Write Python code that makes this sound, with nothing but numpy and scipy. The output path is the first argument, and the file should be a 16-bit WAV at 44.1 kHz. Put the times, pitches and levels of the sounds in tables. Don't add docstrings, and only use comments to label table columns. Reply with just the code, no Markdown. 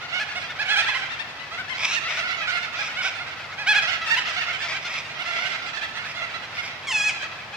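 import sys
import numpy as np
from scipy import signal
from scipy.fft import rfft, irfft
from scipy.io import wavfile
from scipy.ndimage import uniform_filter1d

SR = 44100
rng = np.random.default_rng(int(sys.argv[2]) if len(sys.argv) > 2 else 0)


def transcribe(signal):
    frames = np.atleast_2d(signal).T
    limited = np.clip(frames, -1, 1)
    pcm = np.round(limited * 32767).astype(np.int16)
    wavfile.write(sys.argv[1], SR, pcm)


N = 333396
EDGE_HZ = 15760


def gain_of(db):
    return 10 ** (np.asarray(db) / 20)


def evened(x):
    return x / np.sqrt(np.mean(x ** 2) + 1e-20)


def read(points, hz):
    point_hz, value = np.transpose(points)
    return np.interp(np.log(hz + 1), np.log(point_hz + 1), value)


def add(mix, start_s, sound):
    part = mix[:, max(round(start_s * SR), 0):][:, :sound.shape[1]]
    part += sound[:, :part.shape[1]]


def wander(count, hz):
    span = max(int(SR / hz), 1)
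    return np.sqrt(span) * uniform_filter1d(rng.standard_normal(count), span)


# [freq_hz, relative_db]
RUMBLE_SPECTRUM = [(15, -60), (32, -25.5), (113, -8), (379, -14), (705, -6), (2130, -7), (5030, -17.5),
                   (9000, -39.5), (15600, -45)]
RUMBLE_RMS_DB = -39
# [freq_hz, level_db]
HUM_LINES = [(100, -61), (124, -69.5), (144.5, -60)]


def hum():
    out = np.zeros(N)
    for line_hz, level_db in HUM_LINES:
        level = np.sqrt(2) * gain_of(level_db + 2 * wander(N, 10))
        hz = line_hz + 2.3 * wander(N, 4.72)
        out += level * np.sin(2 * np.pi * np.cumsum(hz) / SR)
    return out


def rumble():
    hz = np.fft.rfftfreq(N, 1 / SR)
    a, b = rfft(rng.standard_normal((2, N)))
    likeness = read([(40, 1.0), (150, 0.91), (600, 0.81), (3000, 0.017)], hz)
    likeness = np.clip(likeness, 0, 1)
    right = likeness * a + np.sqrt(1 - likeness ** 2) * b
    spectrum = np.array([a, right]) * gain_of(read(RUMBLE_SPECTRUM, hz))
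    left_over_right_db = read([(30, 10.0), (300, -0.5), (2000, 0.5)], hz)
    balance = gain_of(np.outer([.5, -.5], left_over_right_db))
    return gain_of(RUMBLE_RMS_DB) * evened(irfft(spectrum * balance, N))


def trees(x):
    taps = np.zeros((2, SR))
    grid = np.arange(500, SR - 20, 20)
    at = grid + rng.integers(0, 20, (2, (SR - 501) // 20))
    np.put_along_axis(taps, at, rng.choice([-1., 1.], at.shape), 1)
    hz, t, spectrum = signal.stft(taps, SR, nperseg=256)
    t60_s = read([(600, 1.05), (3000, 0.81), (10000, 0.5)], hz)[:, None]
    tail = signal.istft(spectrum * gain_of(-60 * t / t60_s), SR, nperseg=256)[1]
    return signal.fftconvolve(x, tail / np.linalg.norm(tail[0]), axes=1)[:, :N]


def voice(hz, tract, rough, dull_db_per_khz, pan_db, count, vary_db):
    k = np.arange(1, count + 1)[:, None]
    hz = hz * (1 + 0.075 * rough * wander(len(hz), 420))
    turns = np.cumsum(hz) / SR + rng.random()
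    rate, start = rng.random((2, count, 1))
    flutter = np.sin(2 * np.pi * (55 * rate * np.arange(len(hz)) / SR + start))
    colour_db = vary_db * (rng.standard_normal((count, 1)) + 1.56 * flutter)
    size = gain_of(read(tract, k * hz) + colour_db - dull_db_per_khz * k * hz / 1000)
    size *= k * hz < EDGE_HZ
    rms = np.sqrt((size ** 2).sum(0).mean() / 2)
    size *= (1 + rough * wander(len(hz), 900)) / rms
    side_db = np.array([.5, -.5])[:, None, None] * pan_db
    lead_s = side_db * 2.2e-5
    shade = gain_of(side_db * np.minimum(k * hz / 1800, 1.3))
    phase = k * (turns + hz * lead_s) + rng.random((count, 1))
    return (size * shade * np.cos(2 * np.pi * phase)).sum(1)


# [freq_hz, relative_db]
NOTE_TRACT = [(290, -41), (500, -7.5), (873, -18.5), (1270, -3), (1610, -3), (2200, -1), (3450, -8),
              (3950, -10.5), (5300, -16.5), (7000, -25), (9400, -31), (14000, -47)]
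REACH = 1.52


def note(core_s, top_hz, sag, lean, level_db, pan_db, rough, dull_db_per_khz, count, vary_db):
    u = np.linspace(-REACH, REACH, int(REACH * core_s * SR))
    hz = top_hz * (1 - sag * u ** 2 + lean * u)
    swell = signal.windows.tukey(len(u), .7)
    return gain_of(level_db) * swell * voice(hz, NOTE_TRACT, rough, dull_db_per_khz, pan_db, count, vary_db)


# [time_s, level_db]
CHORUS_LEVEL = [(0.0, -36.5), (0.65, -34.5), (0.78, -27), (1.35, -43.5), (2.08, -29), (3.62, -40),
                (3.81, -27), (4.78, -31), (5.03, -38.5), (5.49, -32.5), (6.91, -41.5), (7.25, -33),
                (7.56, -56)]


def chorus(count=560):
    out = np.zeros((2, N))
    for when, size, low, bend, tip, loud, side in rng.random((count, 7)):
        core_s = 0.02204 + 0.02984 * size
        top_hz = 650 * (1 + 0.42 * low ** 2.2)
        call = note(core_s, top_hz, .16 * bend, 0.0788 * (tip - .5), 14.6 * loud, 14 * side - 9.5,
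                    0.17, 0.093, count=10, vary_db=2.0)
        add(out, when * N / SR - .03, call)
    power = uniform_filter1d((out ** 2).mean(0), 5000)
    time_s, level_db = np.transpose(CHORUS_LEVEL)
    level = gain_of(np.interp(np.arange(N) / SR, time_s, level_db))
    return out / np.sqrt(abs(power) + 1e-9) * level


def resonate(x, hz, width_hz):
    turn = np.exp(2j * np.pi * np.cumsum(hz) / SR)
    r = np.exp(-np.pi * width_hz / SR)
    low = signal.lfilter([1 - r], [1, -r], x / turn)
    return 2 * (turn * signal.lfilter([1 - r], [1, -r], low)).real


# [start_s, length_s, level_db, throat_first_hz, throat_last_hz, left_over_right_db]
RASP_CALLS = [(1.756, 0.23, -27.5, 2180, 2850, -1.5), (2.072, 0.14, -33, 2400, 2440, -1.5),
              (2.74, 0.16, -33, 2400, 2420, -2), (3.011, 0.095, -29, 2300, 2520, -2.5),
              (4.602, 0.16, -33.5, 2270, 2300, 1.5), (4.8, 0.23, -34, 2350, 2390, -2),
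              (5.199, 0.395, -36, 2130, 2290, -2.5), (6.037, 0.1, -36.5, 2400, 2400, -3),
              (6.531, 0.19, -38, 2260, 2330, -3)]


def rasps():
    modes = [(.5, 613, -2.5), (1.0, 523, 9), (1.45, 790, 4),
             (2.1, 1650, 2.5), (3.0, 3470, -70)]
    out = np.zeros((2, N))
    for start_s, length_s, level_db, first_hz, last_hz, pan_db in RASP_CALLS:
        n = int(length_s * SR)
        pulses = (rng.random(n) < 1500 / SR) * gain_of(1.17 * rng.standard_normal(n))
        pulses = pulses - uniform_filter1d(pulses, size=60)
        throat_hz = np.linspace(first_hz, last_hz, n)
        call = sum(gain_of(mode_db) * evened(resonate(pulses, multiple * throat_hz, width_hz))
                   for multiple, width_hz, mode_db in modes)
        level = gain_of(level_db + 2.0 * wander(n, 30))
        call = level * evened(call) * signal.windows.tukey(n, .35)
        pair = np.array([np.roll(call, -round(pan_db)), call])
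        add(out, start_s, pair * gain_of([[pan_db / 2], [-pan_db / 2]]))
    return out


# [freq_hz, relative_db]
HELD_TRACT = [(830, -18.5), (1650, -15), (2500, -3.5), (3320, -14), (4150, -22), (4970, -15.5),
              (5800, -22.5), (6650, -19.5), (8500, -31.5), (15000, -60)]
# [time_s, pitch_hz, level_db]
HELD_CONTOUR = [(6.868, 1167, -27), (6.884, 1078, -25), (6.907, 1039, -23), (6.924, 881, -24),
                (6.96, 850, -23), (7.003, 821, -23.5), (7.066, 851, -24.5), (7.089, 835, -20),
                (7.115, 569, -38)]


def held_call():
    time_s, pitch_hz, level_db = np.transpose(HELD_CONTOUR)
    t = np.arange(time_s[0], time_s[-1], 1 / SR)
    hz = np.interp(t, time_s, pitch_hz)
    call = voice(hz, HELD_TRACT, 0.037, 0, -0.82, count=18, vary_db=1)
    call = call * gain_of(np.interp(t, time_s, level_db)) * signal.windows.tukey(len(t), .04)
    bounce_delay_s, bounce_gain = 0.0078, 0.59
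    out = np.zeros((2, N))
    add(out, time_s[0], call)
    add(out, time_s[0] + bounce_delay_s, bounce_gain * call)
    return out


# [core_start_s, core_length_s, top_pitch_hz, level_db, left_over_right_db]
NEAR_NOTES = [(0.128, 0.068, 741, -26.5, -7), (0.193, 0.043, 862, -25.5, 0.5),
              (0.355, 0.039, 732.4, -27.0, -4.0), (0.418, 0.039, 695, -40, -8),
              (0.59, 0.044, 864, -24, -3.5), (0.653, 0.037, 778, -28.5, -6), (0.69, 0.067, 856, -20, -5),
              (0.764, 0.052, 837, -18.5, -5), (0.819, 0.039, 810, -46, 1), (0.864, 0.07, 859, -26.0, -2.0),
              (0.882, 0.028, 1048, -25, -7), (0.943, 0.035, 1048, -24.5, -3.5),
              (1.018, 0.031, 796, -29.5, -6), (1.098, 0.049, 936, -35, 10.5),
              (1.192, 0.034, 911, -30.5, 9.5), (1.393, 0.036, 1012, -40.5, 12),
              (1.515, 0.058, 686, -33.5, -4.5), (1.577, 0.043, 763, -30, 5), (1.69, 0.049, 1070, -32, 10.5),
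              (1.955, 0.036, 928, -27.5, -12), (2.18, 0.042, 687, -30, -7.5),
              (2.224, 0.061, 735, -29, -7.5), (2.286, 0.047, 753, -32.5, -7), (2.325, 0.033, 738, -31, -10),
              (2.411, 0.053, 846, -30.5, -7.5), (2.475, 0.035, 748, -24.5, -6.5),
              (2.515, 0.073, 714, -27.5, -9), (2.57, 0.081, 722, -36, -11.5), (2.786, 0.04, 840, -28, -8),
              (2.965, 0.059, 756.0, -26, -4), (3.046, 0.038, 767.6, -24.5, -4.5),
              (3.194, 0.045, 716, -32.0, -4), (3.264, 0.068, 716, -40.5, -7), (3.442, 0.048, 805, -66, -14),
              (3.579, 0.057, 853, -30.5, -4), (3.673, 0.06, 854, -15.5, -2.0),
              (3.747, 0.051, 845, -17, -1.5), (3.876, 0.038, 754, -24, -8), (4.104, 0.049, 936, -20.5, -8),
              (4.167, 0.031, 1017, -21, -2), (4.249, 0.035, 699.0, -53, -14),
              (4.305, 0.039, 664, -63, -5.0), (4.363, 0.035, 736, -26, -7.5), (4.381, 0.06, 934, -30.5, -9),
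              (4.482, 0.036, 732, -29, -2), (4.935, 0.038, 715, -36, -11.5), (5.195, 0.037, 735, -30.5, -9),
              (5.255, 0.071, 700, -30.0, -7.5), (5.315, 0.07, 699, -30.5, -7.5),
              (5.373, 0.087, 724, -31.5, -9.5), (5.452, 0.028, 729, -30.5, -12),
              (5.491, 0.048, 696, -32, -10), (5.622, 0.033, 723, -35, -9), (5.769, 0.032, 886, -34, -13.5),
              (5.815, 0.042, 899, -31.0, -10.5), (5.965, 0.067, 713.0, -34.5, -7),
              (6.147, 0.068, 709, -32.5, -4.5), (6.215, 0.04, 692, -29.5, -7), (6.338, 0.034, 676, -31, -8),
              (6.578, 0.035, 722, -28.5, -8.5), (7.382, 0.035, 864, -39, 2), (7.529, 0.032, 850, -35, 1.5)]
SAG_AT_800_HZ = .095
LEAN = .015


def near_birds():
    out = np.zeros((2, N))
    for start_s, core_s, top_hz, level_db, pan_db in NEAR_NOTES:
        far = np.clip((-7.5 - level_db) / 15, 0, 1)
        call = note(core_s, top_hz, SAG_AT_800_HZ * top_hz / 800, LEAN, level_db, pan_db,
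                    0.089 + 0.04 * far, 1.32 * far, count=16, vary_db=2 * far)
        add(out, start_s - (REACH - 1) * core_s / 2, call)
    return out


def scene():
    near, held, far = near_birds() + rasps(), held_call(), chorus()
    echo = trees(gain_of(-8.5) * near + gain_of(-9) * held + gain_of(-8) * far)
    return near + held + far + echo + rumble() + hum()


def record(dry):
    low_pass = signal.firwin(2047, EDGE_HZ, window=("kaiser", 9), fs=SR)
    return signal.oaconvolve(dry, low_pass[None], "same")


dry = scene()
out = record(dry)
transcribe(out)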